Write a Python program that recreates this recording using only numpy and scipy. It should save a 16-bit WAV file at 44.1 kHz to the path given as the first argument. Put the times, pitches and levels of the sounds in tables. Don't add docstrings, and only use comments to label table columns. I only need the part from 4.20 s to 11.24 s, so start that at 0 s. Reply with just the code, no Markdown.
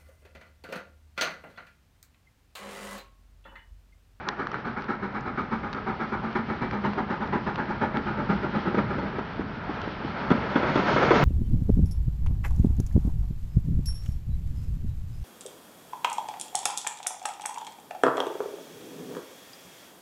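import sys
import numpy as np
from scipy import signal
from scipy.fft import rfft, irfft, next_fast_len
from scipy.io import wavfile
from scipy.ndimage import uniform_filter1d, map_coordinates

SR = 44100
rng = np.random.default_rng(int(sys.argv[2]) if len(sys.argv) > 2 else 0)


def persist_wave(psi):
    counts = np.round(np.clip(psi, -1, 1) * 32767).astype(np.int16)
    wavfile.write(sys.argv[1], SR, np.atleast_2d(counts).T)


N = 310464


def amp(db):
    return 10 ** (np.asarray(db) / 20)


def unit(x):
    return x / np.sqrt(np.mean(x ** 2) + 1e-20)


def along(points, hz):
    f, v = np.transpose(points)
    return np.interp(np.log(hz + 1), np.log(f + 1), v)


def curves(rows):
    times, *columns = np.transpose(rows)
    return [np.interp(np.arange(N) / SR, times, column) for column in columns]


def wobble(rate):
    return map_coordinates(rng.standard_normal(int(N * rate / SR) + 4), [np.arange(N) * rate / SR])


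def filtered(x, response):
    size = next_fast_len(N + SR // 2)
    return irfft(rfft(x, size) * response(np.fft.rfftfreq(size, 1 / SR)), size)[:N]


def noise(spectrum):
    return unit(filtered(rng.standard_normal(N), lambda hz: amp(along(spectrum, hz))))


def resonance(f, hz, width):
    return 1j * f * width / (hz * hz - f * f + 1j * f * width)


def swell(t, rise, shape):
    u = t / rise
    return (u * np.exp(1 - u)) ** shape


def add(track, start_s, sound):
    part = track[max(round(start_s * SR), 0):][:len(sound)]
    part += sound[:len(part)]


# (time [s], rumble [dB], wheel roar [dB], steam hiss [dB])
ROLLING_LEVELS = [(0.0, -54, -37.5, -60), (0.47, -52.5, -42, -57), (0.86, -48.5, -40, -60),
                  (1.9, -47, -39, -54.5), (3.82, -45, -37, -54.5), (4.38, -43.5, -35.5, -49),
                  (4.6, -45, -35.5, -51.5), (5.06, -45.5, -36, -53.5), (5.15, -45.5, -38, -54),
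                  (5.38, -48, -39.5, -55), (5.47, -45.5, -35, -51.5), (5.76, -46.5, -37, -48.5),
                  (5.98, -44, -32, -49.5), (6.27, -44, -30.5, -46.5), (6.44, -42, -27.5, -45),
                  (6.63, -44, -27.5, -40.5), (6.7, -44, -22, -39.5), (6.75, -38, -31, -37),
                  (6.79, -42, -23, -38.5), (7.0, -43, -22, -37)]
# (frequency [Hz], relative level [dB])
WHEELS_FAR = [(100, -30.5), (210, 10), (300, -1.5), (400, 5.5), (520, 0.5), (700, 0.5), (850, 4.5),
              (1120, 0), (1320, 3), (1700, -1), (2400, -9.5), (3200, -27), (8000, -65.5)]
WHEELS_NEAR = [(80, -29.5), (140, -1), (240, -1), (450, 1), (700, -2), (950, -5.5), (1130, -6.5),
               (1350, -8), (1700, -8.5), (2400, -12), (3200, -32.5), (8000, -60)]
RUMBLE_SPECTRUM = [(15, -22.5), (30, -9.5), (65, -1), (90, -2.5), (130, 1.5), (200, -0.5), (300, -7),
                   (600, -63.5), (2000, -120)]
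STEAM_SPECTRUM = [(1500, -36.5), (2500, 9.5), (3100, 10.5), (3800, 5), (4400, 3), (5300, -3), (6200, -15),
                  (7000, -38.5), (8000, -69)]
SPRAY_SPECTRUM = [(3500, -22.5), (5500, 2.5), (6800, -1), (7400, -24), (8000, -44.5)]
FIZZ_SPECTRUM = [(2500, -26), (4200, 6), (6000, -4.5), (7200, -20)]
def rolling(arrival_s=6.37, spread_s=0.45):
    rumble_db, roar_db, hiss_db = curves(ROLLING_LEVELS)
    near = 0.038 + 0.87 / (1 + np.exp((arrival_s - np.arange(N) / SR) / spread_s))
    ring = amp(-13.5 + 10 * near) * unit(steel_modes(rng.standard_normal(N)))
    wheels = np.sqrt(1 - near) * noise(WHEELS_FAR) + np.sqrt(near) * noise(WHEELS_NEAR) + ring
    roar = amp(roar_db - 0.5 + 0.87 * wobble(45)) * wheels
    rumble = amp(rumble_db + 7 + 2.1 * wobble(9.2)) * noise(RUMBLE_SPECTRUM)
    hiss_gain = amp(hiss_db - 0.4 + 1.4 * wobble(25))
    steam = noise(STEAM_SPECTRUM) + amp(-10) * near ** 2 * noise(SPRAY_SPECTRUM)
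    fizz = amp(-73 + 4.5 * wobble(30)) * noise(FIZZ_SPECTRUM)
    return roar + rumble + hiss_gain * steam + fizz


# (frequency [Hz], bandwidth of each resonator [Hz], gain [dB])
STEEL_MODES = [(420, 130, -11.5), (588, 49, -0.5), (953, 110, -2.5), (1293, 99, 1), (1337, 67, 0.5),
               (1460, 84, -3.5), (2152, 52, -4.5), (2570, 7.8, -11.5), (3355, 55, -23.5), (3590, 50, -25.5),
               (4350, 39, -16.5), (5440, 27, -22.5)]
def steel_modes(force):
    def response(f):
        return sum(amp(db) * resonance(f, hz, width) ** 2 for hz, width, db in STEEL_MODES)
    return filtered(force, response)


# (time [s], rise time [s], bark level [dB], boom level [dB], boom frequency [Hz])
EXHAUST_BEATS = [(.058, .026, -36.5, -49, 217), (.186, 0.019, -31, -48, 192.4),
                 (.324, 0.021, -33.5, -47, 187), (.442, .025, -34, -34.5, 229.5),
                 (.56, .018, -33.5, -34.5, 216.4), (.677, 0.026, -30.5, -36.5, 217),
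                 (.818, 0.024, -34, -33.5, 200.4), (.935, 0.025, -33, -34.5, 213),
                 (1.05, 0.024, -34, -41, 243), (1.172, .018, -31, -39.5, 229.5),
                 (1.308, 0.022, -32, -32.5, 223), (1.422, 0.029, -35.5, -35, 211.5),
                 (1.54, 0.026, -36, -46, 210), (1.657, 0.029, -31.5, -31, 211.5),
                 (1.793, 0.023, -31.5, -33.5, 218), (1.917, 0.021, -31, -31.5, 207),
                 (2.03, 0.02, -34.5, -31.5, 223), (2.151, .011, -26.5, -29, 226),
                 (2.281, 0.026, -32.5, -33, 218), (2.407, 0.023, -31.5, -31.5, 238.6),
                 (2.52, 0.021, -33, -29.5, 206.5), (2.636, .019, -27.5, -24, 204.5),
                 (2.772, 0.016, -29.5, -28, 208), (2.887, .027, -30.5, -33, 189),
                 (2.998, .027, -33.5, -31, 215), (3.12, 0.022, -28, -33, 218),
                 (3.261, .017, -29.5, -35, 214), (3.372, 0.023, -30, -38, 229),
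                 (3.481, 0.032, -34.5, -31, 212), (3.605, 0.024, -27.5, -28.5, 218.4),
                 (3.735, 0.026, -31, -34.5, 220), (3.852, .028, -31.5, -28, 207.6),
                 (3.966, .025, -33, -32.5, 207), (4.088, 0.017, -29, -23, 201),
                 (4.214, 0.028, -33, -45, 204), (4.336, 0.023, -31.5, -35.5, 212),
                 (4.448, 0.028, -33, -32.5, 196), (4.568, 0.014, -30, -24.5, 208.7),
                 (4.696, 0.019, -34.5, -42, 242), (4.818, 0.016, -39, -32, 199),
                 (4.93, 0.045, -43.5, -47, 184)]
# (time [s], power share of the near spectrum [0-1])
BARK_NEARNESS = [(1.2, 0.02), (4.0, 1)]
# (frequency [Hz], relative level [dB])
BARK_FAR = [(150, -30), (270, 3.5), (350, -6), (420, 0.5), (500, -5), (610, -13.5), (720, -5.5), (810, 2.5),
            (950, -1), (1090, -4.5), (1260, 3.5), (1450, -1), (1750, -3), (2350, -10.5), (2600, -29),
            (3500, -34), (7500, -73)]
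BARK_NEAR = [(150, -29), (270, 1.5), (380, 0.5), (500, -12.5), (610, -1), (720, -13), (830, 0.5),
             (950, -2.5), (1100, -8), (1260, -1.5), (1420, -3), (1700, -9), (1950, -11.5), (2600, -20),
             (3500, -32), (7500, -75)]
SIZZLE_SPECTRUM = [(1800, -26.5), (2800, 2.5), (3700, 0), (4050, 3), (4400, -4.5), (5000, -6.5),
                   (6200, -14.5), (7500, -36.5)]
PUFF_SPECTRUM = [(50, -21.5), (120, -6.5), (200, 2.5), (280, -5), (370, 0.5), (450, -7.5), (530, -9.5),
                 (900, -54), (3000, -120)]
def exhaust(decay_s=0.016, sizzle_db=-23):
    t = np.arange(SR // 4) / SR
    blast, column, ring, spit = np.zeros((4, N))
    scatter = rng.standard_normal((len(EXHAUST_BEATS), 2))
    for (start_s, rise, bark_db, boom_db, boom_hz), (phase, wetness_db) in zip(EXHAUST_BEATS, scatter):
        push = amp(bark_db) * swell(t, rise, shape=rise / decay_s)
        add(blast, start_s, push)
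        add(spit, start_s, amp(sizzle_db + wetness_db) * push)
        low_mode = np.sin(2 * np.pi * (boom_hz * t + phase))
        add(column, start_s, amp(boom_db) * swell(t, rise=0.027, shape=1.23) * low_mode)
        add(ring, start_s, push * chimney_modes(t))
    near = curves(BARK_NEARNESS)[0]
    jet = np.sqrt(1 - near) * noise(BARK_FAR) + np.sqrt(near) * noise(BARK_NEAR)
    ragged_jet = amp(0.63 + 0.58 * wobble(260)) * blast * jet
    bark = ragged_jet + amp(-0.73) * ring + spit * noise(SIZZLE_SPECTRUM)
    boom = amp(0.9 + 3.4 * wobble(90)) * column
    puff_db = curves([(0, -5.5), (3.5, 0.5), (4.6, 5.5)])[0]
    puff = amp(puff_db) * blast * noise(PUFF_SPECTRUM)
    return ground_reflection(bark) + boom + puff


# (frequency [Hz], relative level [dB])
CHIMNEY_MODES = [(370, -5.5), (590, -11.5), (795, -7), (868, -7.5), (970, -10.5), (1260, -7), (1400, -8.5),
                 (1650, -12.5), (2230, -16)]
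def chimney_modes(t):
    ring = np.zeros(len(t))
    for (hz, db), (shift, strength) in zip(CHIMNEY_MODES, rng.standard_normal((len(CHIMNEY_MODES), 2))):
        shifted_hz = hz * np.exp(0.03474 * shift)
        phase_drift = 0.051 * np.cumsum(uniform_filter1d(rng.standard_normal(len(t)), size=90))
        ring += amp(db + 2.9 * strength) * np.sin(2 * np.pi * shifted_hz * t + phase_drift)
    return ring


def ground_reflection(x, start_m=46.9, speed_m_per_s=6, chimney_m=3.95, listener_m=1.375, share=0.29):
    n = np.arange(N)
    distance_m = start_m - speed_m_per_s * n / SR
    detour_m = np.hypot(distance_m, chimney_m + listener_m) - np.hypot(distance_m, chimney_m - listener_m)
    bounce = map_coordinates(x, [n - SR * detour_m / 343], order=1)
    return (x + share * bounce) / np.hypot(1, share)


# (frequency [Hz], time to decay by 60 dB [s])
CUTTING_T60 = [(150, 0.22), (1000, 0.57), (6000, 0.2)]
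def cutting_reverberation(x):
    hz, t, spectra = signal.stft(rng.standard_normal(SR // 2), SR, nperseg=256)
    decay = amp(-60 * t / along(CUTTING_T60, hz)[:, None])
    tail = signal.istft(spectra * decay, SR, nperseg=256)[1]
    delayed = np.pad(x, (SR // 50, 0))
    return signal.fftconvolve(delayed, tail / np.linalg.norm(tail))[:N]


# (time [s], relative snap level [dB], relative tail level [dB], frequency [Hz])
CLOSE_CLICKS = [(0.088, -8.5, -9, 4200), (0.27, -21, -19.5, 1310), (0.316, -15, -20, 1300),
                (0.343, -9, -33, 1250), (0.621, -35, -25, 2000), (0.642, -24, -28, 1150),
                (1.009, -31, -40, 5000), (1.53, -20.5, -27, 3870), (1.535, -24, -26, 3480),
                (1.548, -37, -27, 2500), (2.128, -35, -26, 1110), (2.511, -19.5, -20, 2000),
                (2.734, -13, -27, 1410), (3.075, -27, -29, 2960), (3.358, -18.5, -21.5, 2480),
                (3.771, -17, -20, 2900), (5.617, -25, -27, 4050)]
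# (frequency [Hz], relative level [dB])
GRIT_SPECTRUM = [(200, -10.5), (700, -1), (1200, 19.5), (2400, 1.5), (4300, -3.5), (6000, -14.5),
                 (7000, -48.5), (8000, -79)]
def clicks():
    t = np.arange(SR // 20) / SR
    snaps, tails = np.zeros((2, N))
    for start_s, snap_db, tail_db, hz in CLOSE_CLICKS + ticks():
        snap = np.sin(2 * np.pi * hz * t) * swell(t, rise=0.78 / hz, shape=2.5)
        add(snaps, start_s, amp(snap_db) * snap)
        add(tails, start_s, amp(tail_db) * swell(t, rise=0.00079, shape=0.6))
    return amp(-7) * (snaps + tails * noise(GRIT_SPECTRUM))


def ticks(count=9, until_s=2.2, hz=1300, spread_octaves=0.22):
    return [(until_s * rng.random(), rng.normal(-31, 2), -34, hz * 2 ** rng.normal(0, spread_octaves))
            for _ in range(count)]


# (time [s], thump level [dB], relative clank level [dB], thump frequency [Hz], ping level [dB])
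GEAR_KNOCKS = [(4.544, -18.5, -20.5, 260, -57), (4.583, -18.5, -18.5, 230, -52),
               (4.782, -20.5, -21.5, 290, -55), (4.985, -21, -23.5, 335, -55.5),
               (5.194, -18, -45, 316, -57), (5.207, -26, -28, 240, -57), (5.494, -20, -31, 320, -59),
               (5.675, -25.5, -31, 304, -57), (5.847, -20.5, -41, 302, -55), (6.103, -23, -14.5, 252, -35),
               (6.114, -7.5, -23, 212, -34), (6.357, -12, -14.5, 260, -31), (6.43, -21, -21, 332, -37),
               (6.503, -18.5, -34, 300, -51), (6.557, -16, -16.5, 298, -31), (6.574, -23, -21, 330, -48),
               (6.592, -17, -19.5, 280, -46), (6.712, -26, -19.5, 285, -42), (6.725, -20, -20, 400, -45),
               (6.762, -23, -13.5, 324, -38), (6.781, -39, -20.5, 400, -44), (6.825, -16, -19.5, 485, -42),
               (6.906, -14, -9, 468, -32), (6.916, -16, -27, 454, -36), (6.925, -26, -33, 410, -48),
               (6.934, -15, -24, 420, -47), (6.956, -20, -27, 300, -44)]
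# (frequency [Hz], relative level [dB], 60 dB decay time [s])
PING_MODES = [(2640, -11, .06), (2930, -5.5, 0.037), (3160, -16.5, .08), (3360, 2.5, 0.039),
              (3630, -7.5, 0.068), (4350, -9.5, .04)]
# (frequency [Hz], relative level [dB])
CLANK_SPECTRUM = [(150, -8.5), (290, 13), (480, 11.5), (900, 4), (1500, 6), (2200, -4.5), (3500, -20),
                  (6000, -27.5), (8000, -70.5)]
CONTACT_SPECTRUM = [(400, -4), (900, 9.5), (2500, -7), (3450, 9.5), (4500, -2.5), (8000, -31.5)]
SHUDDER_SPECTRUM = [(50, -18.5), (110, -5.5), (190, 4), (300, -5), (600, -33.5), (2000, -100)]
def knocks():
    t = np.arange(SR // 5) / SR
    thumps, shudders, blows, pings = np.zeros((4, N))
    ping_phases = rng.random((len(GEAR_KNOCKS), len(PING_MODES)))
    for (start_s, thump_db, clank_db, thump_hz, ping_db), phases in zip(GEAR_KNOCKS, ping_phases):
        thump = -np.sin(2 * np.pi * thump_hz * t) * swell(t, rise=0.0025, shape=1.76)
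        add(thumps, start_s, amp(thump_db) * thump)
        add(shudders, start_s, amp(thump_db - 20) * swell(t, rise=0.017, shape=0.75))
        add(blows, start_s, amp(clank_db) * swell(t, rise=0.0037, shape=0.37))
        modes = sum(amp(db - 60 * t / t60) * np.sin(2 * np.pi * (hz * t + phase))
                    for (hz, db, t60), phase in zip(PING_MODES, phases))
        attack = 1 - np.exp(-t / 0.0012)
        add(pings, start_s, amp(ping_db) * attack * modes)
    clanks = amp(-7) * blows * noise(CLANK_SPECTRUM) + steel_modes(blows * noise(CONTACT_SPECTRUM))
    return thumps + shudders * noise(SHUDDER_SPECTRUM) + clanks + pings


# (time [s], level [dB])
DRONE_LEVELS = [(6.0, -91.5), (6.5, -51), (6.82, -42), (6.89, -34), (6.93, -40), (6.99, -35), (7.04, -16.5)]
def body_drone(centre_hz=142.2, wander=0.0475):
    pitch_hz = centre_hz * np.exp(wander * wobble(40))
    tone = unit(np.sin(2 * np.pi * np.cumsum(pitch_hz) / SR))
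    return amp(curves(DRONE_LEVELS)[0] + 0.85 * wobble(30)) * tone


def scene():
    engine = exhaust() + knocks()
    reverberation = amp(-14) * cutting_reverberation(engine)
    return (engine + reverberation + rolling() + body_drone() + clicks())[None]


def record(dry, cutoff_hz=7400):
    return np.array([filtered(x, lambda hz: 1 / np.sqrt(1 + (hz / cutoff_hz) ** 120)) for x in dry])


dry = scene()
out = record(dry)
persist_wave(out)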